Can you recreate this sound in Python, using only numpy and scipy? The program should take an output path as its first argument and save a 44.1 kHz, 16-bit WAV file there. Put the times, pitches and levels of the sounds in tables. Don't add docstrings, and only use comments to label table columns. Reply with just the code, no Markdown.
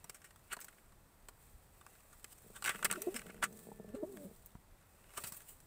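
import sys
import numpy as np
from scipy import signal
from scipy.io import wavfile

SR = 44100
rng = np.random.default_rng(int(sys.argv[2]) if len(sys.argv) > 2 else 0)


def dump_mix(stems):
    frames = np.atleast_2d(stems).T
    limited = np.clip(frames, -1, 1)
    pcm = np.round(limited * 32767).astype(np.int16)
    wavfile.write(sys.argv[1], SR, pcm)


N = 249606

# (frequency [Hz], relative density [dB])
AIR_SPECTRUM = [(12, -23.5), (20, 4), (40, -14), (85, -16), (177, -23.5), (210, -23.5), (241, -27.5),
                (642, -29.5), (1090, -31), (2390, -38.5), (2910, -67), (5380, -61), (8180, -41),
                (10200, -45.5), (14700, -42.5), (16000, -56.5)]
SCRAPE_SPECTRUM = [(1760, -11), (3000, -13.5), (3860, -12), (4200, -13), (4900, -16), (6090, -13.5),
                   (6760, -12.5), (7250, -6), (8170, 0), (9800, -7.5), (13200, -10), (14900, 0),
                   (16000, -17)]
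BOARD_SPECTRUM = [(100, -15), (200, -4.5), (600, 6.5), (900, -12.5), (1200, 8), (3000, -3.5), (5000, -9)]
# (time [s], relative treble level [dB], relative body level [dB])
RUSTLE_LEVELS = [(0, -70.5, -70), (0.40, -73, -80.5), (0.62, -63.5, -70), (0.9, -74.5, -82),
                 (1.33, -74, -88), (1.44, -63.5, -78), (1.62, -72.5, -81), (1.9, -67, -69),
                 (2.42, -65, -85.5), (2.76, -57.5, -56.5), (3.15, -59.5, -59.5), (3.40, -69.5, -69),
                 (3.58, -58.5, -85), (3.92, -74, -76), (4.19, -60.5, -90), (4.68, -76.5, -84),
                 (5.10, -69, -68), (5.21, -52, -59.5), (5.40, -60.5, -72), (5.66, -69, -88)]
# (frequency [Hz], bandwidth [Hz], relative gain [dB])
BODY_RESONANCES = [(566, 340, -10), (1198, 67, -1), (1237, 170, -10), (1453, 350, -1), (1912, 127, -4),
                   (2130, 230, -6.5), (2515, 210, -4.5), (2830, 370, -4), (3380, 28, -17.5)]
# (time [s], relative body level [dB], relative treble level [dB], decay [s], contact pitch [Hz])
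TICK_EVENTS = [(0.043, -58, -46, 0.0034, 1050), (0.096, -49, -40.5, 0.0043, 2160),
               (0.1453, -58.5, -52, 0.012, 1860), (0.2175, -60, -61, .007, 1830),
               (0.243, -56.5, -55.5, 0.018, 1810), (0.307, -58, -59, 0.0035, 1830),
               (0.36, -60.5, -57, 0.0032, 1290), (0.5673, -46.5, -48, .003, 1020),
               (0.5903, -50, -67, .004, 1550), (0.604, -78, -46, 0.0035, 1450),
               (0.645, -61, -45, 0.0038, 1740), (0.683, -51.5, -53, 0.0057, 1720),
               (0.727, -62, -72, .006, 1880), (0.7833, -60, -72, .003, 1970),
               (0.9228, -60.5, -66, .003, 1080), (1.286, -54, -46, 0.0042, 1080),
               (1.8119, -55, -57, .0026, 1120), (1.865, -49, -52.5, 0.0022, 1080),
               (2.244, -45.5, -41, 0.0024, 2060), (2.6237, -42, -41.5, .0036, 1240),
               (2.6423, -37, -34.5, 0.0018, 2200), (2.649, -34, -35.5, 0.0045, 2240),
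               (2.659, -37.5, -38.5, .014, 1750), (2.6925, -33, -36.5, 0.012, 1860),
               (2.7577, -41, -47.5, 0.0017, 1670), (2.8272, -33, -41, 0.0028, 1590),
               (2.846, -48, -27.5, 0.0063, 1800), (2.9, -38, -62, 0.0074, 1750),
               (2.9127, -35, -27.5, 0.003, 1860), (2.9263, -35.5, -30, 0.0016, 1550),
               (3.0195, -53, -34, 0.0047, 2350), (3.1434, -45, -43, 0.0027, 2140),
               (3.1936, -42.5, -43, 0.0016, 2250), (3.2174, -45.5, -51, 0.002, 1850),
               (3.2654, -53, -52.5, .003, 1660), (3.378, -58, -75, 0.0026, 1630),
               (4.1714, -46, -51, 0.0011, 1790), (4.46, -92, -48.5, 0.0069, 1370),
               (5.2373, -49.5, -41, 0.012, 1480), (5.3216, -61.5, -45, 0.012, 1400),
               (5.405, -56.5, -54, .0036, 1720)]
# (time [s], relative body level [dB], relative treble level [dB], rise [s], decay [s], contact pitch [Hz])
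SCUFF_EVENTS = [(0.521, -45, -62, 0.0084, .005, 2200), (0.5324, -39.5, -39, 0.0063, 0.0046, 1580),
                (0.614, -58.5, -48.5, 0.0038, 0.012, 1910), (2.134, -65.5, -63.5, 0.012, .008, 1190),
                (2.33, -71.5, -54, 0.018, .004, 1380), (2.565, -53, -50, 0.0091, 0.0089, 1260),
                (2.6785, -34, -44, .0068, 0.0087, 1760), (2.7484, -44.5, -58, 0.005, 0.0028, 1450),
                (2.8516, -27.5, -31.5, 0.0027, 0.0054, 1780), (2.938, -45, -47, 0.0081, 0.0025, 1540),
                (2.9587, -45, -56, 0.0035, 0.0059, 1400), (3.165, -41.5, -38.5, 0.0064, 0.0078, 2000),
                (3.3057, -50, -62, 0.0088, 0.0017, 1840), (3.4277, -29.5, -44, 0.0024, 0.0053, 1400),
                (3.44, -32, -34, 0.0041, 0.008, 1670), (3.951, -61, -61, 0.0062, 0.016, 1410),
                (5.1774, -43.5, -39.5, 0.0055, 0.0084, 1360), (5.276, -72, -42.5, 0.008, 0.011, 1470),
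                (5.372, -85, -48, 0.013, 0.0071, 1700), (5.492, -79, -51.5, 0.011, 0.025, 1430)]
# (lowest [Hz], highest [Hz])
PING_RANGE = (2510, 6980)
# (time [s], knock impulse level [dB], thud impulse level [dB])
BUMP_EVENTS = [(0.045, -48.5, -60), (0.571, -41.5, -68), (1.288, -48.5, -71), (4.553, -50, -44.5),
               (5.180, -39, -65), (5.241, -48, -50), (5.321, -50, -50)]
# (frequency [Hz], relative gain [dB], 60 dB decay time [s])
KNOCK_MODES = [(253, -22, 0.13), (450, -18.5, 0.053), (714, -8.5, 0.047), (984, -1.5, 0.019),
               (1220, -7.5, 0.0093)]
THUD_MODES = [(42, -1, 0.062), (105, -6, 0.043), (180, 4.5, 0.019)]
# (time [s], relative level [dB])
GROWL_LEVELS = [(2.35, -84), (2.58, -69), (2.68, -67.5), (2.93, -52.5), (3.03, -68), (3.30, -59),
                (3.48, -53.5), (3.64, -61), (3.82, -57.5), (4.02, -71), (4.28, -55), (4.45, -92)]
# (time [s], impulse level [dB], high ring relative to the impulse [dB])
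GRUNT_EVENTS = [(2.445, -59.5, -20), (2.463, -57, -18), (2.502, -53.5, -22), (2.750, -49, -20),
                (2.911, -42.5, -25), (3.259, -51, -15), (3.269, -52, -20), (3.297, -48, -21),
                (3.344, -52, -23), (3.67, -47.5, -27), (3.688, -46.5, -25), (3.717, -48.5, 8),
                (3.798, -44, -34), (3.846, -48, -28), (4.299, -60, -9), (4.312, -55, -16)]
# (frequency [Hz], relative gain [dB], 60 dB decay time [s])
CROP_MODES = [(212, -2, 0.056), (325, 4, 0.0089), (457, -0.5, 0.048), (632, -5, 0.024)]
# (time [s], mean pitch [Hz], tone level before shimmer [dB], rattle amplitude [0-1])
COO_CURVES = [
    [(2.940, 348, -64, .2), (2.975, 383, -50, 0.4), (3.005, 389, -60, 0.3), (3.035, 420.2, -57, 0),
     (3.066, 474, -50.5, 0), (3.106, 375.5, -53, 0), (3.135, 416, -57.5, 0), (3.160, 240, -63, 0),
     (3.200, 220, -59, 0.2)],
    [(3.878, 200, -55.5, 0.2), (3.935, 219, -59, 0.19), (3.968, 435, -52, 0.1), (3.985, 394.7, -51, 0.1),
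     (4.025, 441.5, -47.5, 0), (4.070, 361.3, -59, 0.16), (4.090, 411.4, -57, 0.2),
     (4.148, 371.3, -56, 0.96), (4.172, 305.3, -57, 0.6), (4.238, 284.5, -51.5, 0.14),
     (4.280, 172, -68, 0.1)],
]
# (time [s], mean pitch [Hz], tone level before shimmer [dB], fade [s])
HOOT_EVENTS = [(2.983, 301.5, -48.5, 0.0083), (3.075, 353, -35.5, 0.012), (3.15, 236.8, -44, 0.0104),
               (3.946, 264, -39.5, 0.006), (4.034, 307, -35.5, 0.0091), (4.255, 184.3, -47.5, 0.011)]
# (frequency [Hz], bandwidth [Hz], relative gain [dB])
THROAT_RESONANCES = [(480, 200, -1), (637, 160, -1.5), (940, 140, -17.5)]
# (time [s], mean frequency [Hz], level [dB])
WHISTLE_CURVE = [(3.44, 1730, -90), (3.50, 1760, -81), (3.85, 1764, -77), (4.00, 1755, -77),
                 (4.07, 1700, -95)]

AIR_LEVEL_DB = -61
TICK_RISE_S, TICK_SHEEN_DB, SCUFF_SHEEN_DB = 0.00034, -7, -8
SHEEN_LOSS = 0.52
TICK_HZ = 8240
FAINT_PER_S, FAINT_DECAY_S = 7.9, 0.0029
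FAINT_BODY_DB, FAINT_TREBLE_DB, FAINT_SPREAD_DB = 9, 6, 1
CROP_HIGH_HZ, CROP_HIGH_T60_S = 840, 0.022
HOOT_ATTACK_S = 0.00472
BREAK_SHARPNESS = 3.81
CUTOFF_HZ = 15650


def from_db(db):
    return 10 ** (np.asarray(db) / 20)


def rms_one(x):
    return x / np.sqrt(np.mean(x ** 2) + 1e-20)


def in_time(rows):
    times, *columns = np.transpose(rows)
    return [np.interp(np.arange(N) / SR, times, column) for column in columns]


def drift(rate_hz):
    r = np.exp(-2 * np.pi * rate_hz / SR)
    noise = rng.standard_normal(N + SR)
    return rms_one(signal.lfilter([1], [1, -2 * r, r * r], noise)[SR:])


def coloured(x, spectrum):
    hz, db = np.transpose(spectrum)
    grid = np.linspace(0, SR / 2, 4097)
    power = from_db(np.interp(np.log(grid + 1), np.log(hz), db)) ** 2
    taps = signal.minimum_phase(signal.firwin2(4095, grid, power, fs=SR), n_fft=65536)
    return rms_one(signal.fftconvolve(x, taps)[:N])


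def resonate(x, resonances):
    out = np.zeros(len(x))
    for k, (hz, width_hz, db) in enumerate(resonances):
        r = np.exp(-np.pi * width_hz / SR)
        poles = [1, -2 * r * np.cos(2 * np.pi * hz / SR), r * r]
        band = (1 - r * r) / 2 * signal.lfilter([1, 0, -1], poles, x)
        out += (-1) ** k * from_db(db) * band
    return out


def ring(clicks, modes):
    out = np.zeros(N)
    for hz, db, t60 in modes:
        r = np.exp(-np.log(1000) / (t60 * SR))
        w = 2 * np.pi * hz / SR
        poles = [1, -2 * r * np.cos(w), r * r]
        out += from_db(db) * signal.lfilter([0, np.sin(w)], poles, clicks + 1e-18)
    return out


def clicks_at(times, db):
    out = np.zeros(N)
    out[np.round(times * SR).astype(int)] = from_db(db)
    return out


def friction(per_s, spread_db):
    slipping = rng.random(N) < per_s / SR
    sign = rng.choice([-1, 1], N)
    return slipping * sign * from_db(spread_db * rng.standard_normal(N))


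def burst(x, pressure):
    return rms_one(x * pressure) * np.sqrt(np.mean(pressure ** 2))


def air(rumble_hz=130, wander_db=3.0):
    noise = coloured(rng.standard_normal(N), AIR_SPECTRUM)
    low_pass = signal.butter(2, rumble_hz, fs=SR, output="sos")
    rumble = signal.sosfiltfilt(low_pass, noise)
    wander = from_db(wander_db * drift(5.4))
    return from_db(AIR_LEVEL_DB) * (noise + rumble * (wander - 1))


def rustle(treble_db=-3, body_db=-4, flutter_db=1.5, grain_db=-11):
    treble_level, body_level = in_time(RUSTLE_LEVELS)
    flutter = from_db(flutter_db * drift(48))
    grains = rms_one(friction(per_s=74, spread_db=4.5))
    slips = flutter * (rng.standard_normal(N) + from_db(grain_db) * grains)
    body = rms_one(resonate(slips, BODY_RESONANCES))
    hollow = rms_one(body + 0.74 * coloured(slips, BOARD_SPECTRUM))
    treble = from_db(treble_level + treble_db) * coloured(slips, SCRAPE_SPECTRUM)
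    return treble + from_db(body_level + body_db) * hollow


def contacts():
    rows = [(*row, SCUFF_SHEEN_DB) for row in SCUFF_EVENTS]
    for s, body, treble, decay, hz in TICK_EVENTS:
        rows.append((s, body, treble, TICK_RISE_S, decay, hz, TICK_SHEEN_DB))
    treble, body = in_time(RUSTLE_LEVELS)
    chance, size = rng.random(N), rng.standard_normal(N)
    pitch_hz = rng.uniform(1370, 1880, N)
    for i in np.flatnonzero(chance < FAINT_PER_S / SR):
        db = FAINT_SPREAD_DB * size[i]
        rows.append((i / SR, body[i] + FAINT_BODY_DB + db, treble[i] + FAINT_TREBLE_DB + db,
                     TICK_RISE_S, FAINT_DECAY_S, pitch_hz[i], TICK_SHEEN_DB))
    return rows


def ticks_and_scuffs(body_db=7, board_db=-12, contact_width_hz=700, tick_width_hz=1100, tick_db=-5,
                     sheen_hz=10500, ping_db=-10, ping_width_hz=160):
    t = np.arange(N) / SR
    slips = friction(per_s=6000, spread_db=2.0)
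    board = coloured(slips, BOARD_SPECTRUM)
    crisp = coloured(friction(per_s=6000, spread_db=5.0), SCRAPE_SPECTRUM)
    high_pass = signal.butter(2, sheen_hz, "high", fs=SR, output="sos")
    sheen = signal.sosfiltfilt(high_pass, crisp)
    drive, direct = np.zeros(N), np.zeros(N)
    for s, low_db, top_db, rise, decay, contact_hz, sheen_db in contacts():
        near = slice(max(0, int((s - .05) * SR)), int((s + .1) * SR))
        pressure = np.exp(-np.maximum((s - t[near]) / rise, (t[near] - s) / decay))
        contact = resonate(slips[near], [(contact_hz, contact_width_hz, 0)])
        tick = rms_one(resonate(slips[near], [(TICK_HZ, tick_width_hz, 0)]))
        ping_modes = [(hz, ping_width_hz, 0) for hz in rng.uniform(*PING_RANGE, 2)]
        pings = rms_one(resonate(slips[near], ping_modes))
        sheen_gain = from_db(sheen_db - SHEEN_LOSS * (low_db - top_db))
        top = crisp[near] + (sheen_gain - 1) * sheen[near]
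        top = top + from_db(tick_db) * tick + from_db(ping_db) * pings
        drive[near] += from_db(low_db) * burst(contact, pressure)
        direct[near] += from_db(top_db) * burst(top, pressure)
        direct[near] += from_db(low_db + board_db) * burst(board[near], pressure)
    return from_db(body_db) * resonate(drive, BODY_RESONANCES) + direct


def bumps():
    s, knock_db, thud_db = np.transpose(BUMP_EVENTS)
    knock = ring(clicks_at(s, knock_db), KNOCK_MODES)
    return knock + ring(clicks_at(s, thud_db), THUD_MODES)


def grunts(beats_per_s=85, unevenness=0.39, soft_hz=950, growl_db=-1, growl_hz=330):
    s, db, high_db = np.transpose(GRUNT_EVENTS)
    single = ring(clicks_at(s, db), CROP_MODES)
    single += ring(clicks_at(s, db + high_db), [(CROP_HIGH_HZ, 0, CROP_HIGH_T60_S)])
    cycles = np.cumsum(beats_per_s * np.exp(unevenness * drift(40.19))) / SR
    beats = np.diff(np.floor(cycles), prepend=0) * from_db(1 * drift(38))
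    soften = signal.butter(1, growl_hz, fs=SR, output="sos")
    soft_beats = signal.sosfilt(soften, beats)
    t = np.arange(N) / SR
    sounding = (t > GROWL_LEVELS[0][0]) * (t < GROWL_LEVELS[-1][0])
    effort = sounding * from_db(in_time(GROWL_LEVELS)[0] + growl_db)
    growl = effort * rms_one(ring(soft_beats, CROP_MODES))
    band = signal.butter(3, [140, soft_hz], "band", fs=SR, output="sos")
    return signal.sosfilt(band, single + growl)


def coo(rows, jitter=0.0122, overtone_db=-3, rolloff_db=-4, shimmer_db=2.63, hoarse_db=-17):
    hz, db, rattle = in_time(rows)
    t = np.arange(N) / SR
    effort = from_db(db)
    for s, hoot_hz, hoot_db, fade in HOOT_EVENTS:
        push = np.exp(-np.maximum((s - t) / HOOT_ATTACK_S, (t - s) / fade) ** 2)
        broken = np.minimum(1, BREAK_SHARPNESS * push)
        hz = hz + broken * (hoot_hz - hz)
        rattle = rattle * (1 - broken)
        effort = effort + push * (from_db(hoot_db) - effort)
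    phase = 2 * np.pi * np.cumsum(hz * (1 + jitter * drift(65))) / SR
    tone = np.sin(phase) + rattle * np.sin(2 * phase / 3)
    sounding = (t > rows[0][0]) * (t < rows[-1][0])
    effort = effort * from_db(shimmer_db * drift(63)) * sounding
    overtones = sum(from_db(overtone_db + rolloff_db * k) * np.sin((k + 2) * phase) for k in range(4))
    uneven = from_db(hoarse_db) * drift(134)
    pure = effort * tone * (1 + uneven)
    throat = resonate(effort * overtones * (1 + 2 * uneven), THROAT_RESONANCES)
    return np.sqrt(2) * (pure + throat)


def whistle(waver=0.0043):
    hz, db = in_time(WHISTLE_CURVE)
    t = np.arange(N) / SR
    sounding = (t > WHISTLE_CURVE[0][0]) * (t < WHISTLE_CURVE[-1][0])
    phase = 2 * np.pi * np.cumsum(hz * (1 + waver * drift(30))) / SR
    return sounding * from_db(db) * np.sqrt(2) * np.sin(phase)


def loft(x, t60=0.027, wet_db=-15, wall_hz=4000):
    t = np.arange(SR // 4) / SR
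    decay = np.exp(-np.log(1000) * t / t60)
    tail = rng.standard_normal(len(t)) * decay * (t > .003)
    dull = signal.butter(1, wall_hz, fs=SR, output="sos")
    tail = signal.sosfilt(dull, tail)
    reflections = signal.fftconvolve(x, tail / np.linalg.norm(tail))[:N]
    return x + from_db(wet_db) * reflections


def scene():
    touches = rustle() + ticks_and_scuffs() + bumps()
    pigeon = grunts() + sum(coo(rows) for rows in COO_CURVES)
    return (air() + loft(touches + pigeon + whistle()))[None]


def record(dry, low_cut_hz=36):
    high_pass = signal.butter(2, low_cut_hz, "high", fs=SR, output="sos")
    thin = signal.sosfilt(high_pass, dry)
    steep_cut = signal.ellip(10, .1, 80, CUTOFF_HZ, fs=SR, output="sos")
    return signal.sosfilt(steep_cut, thin)


dry = scene()
out = record(dry)
dump_mix(out)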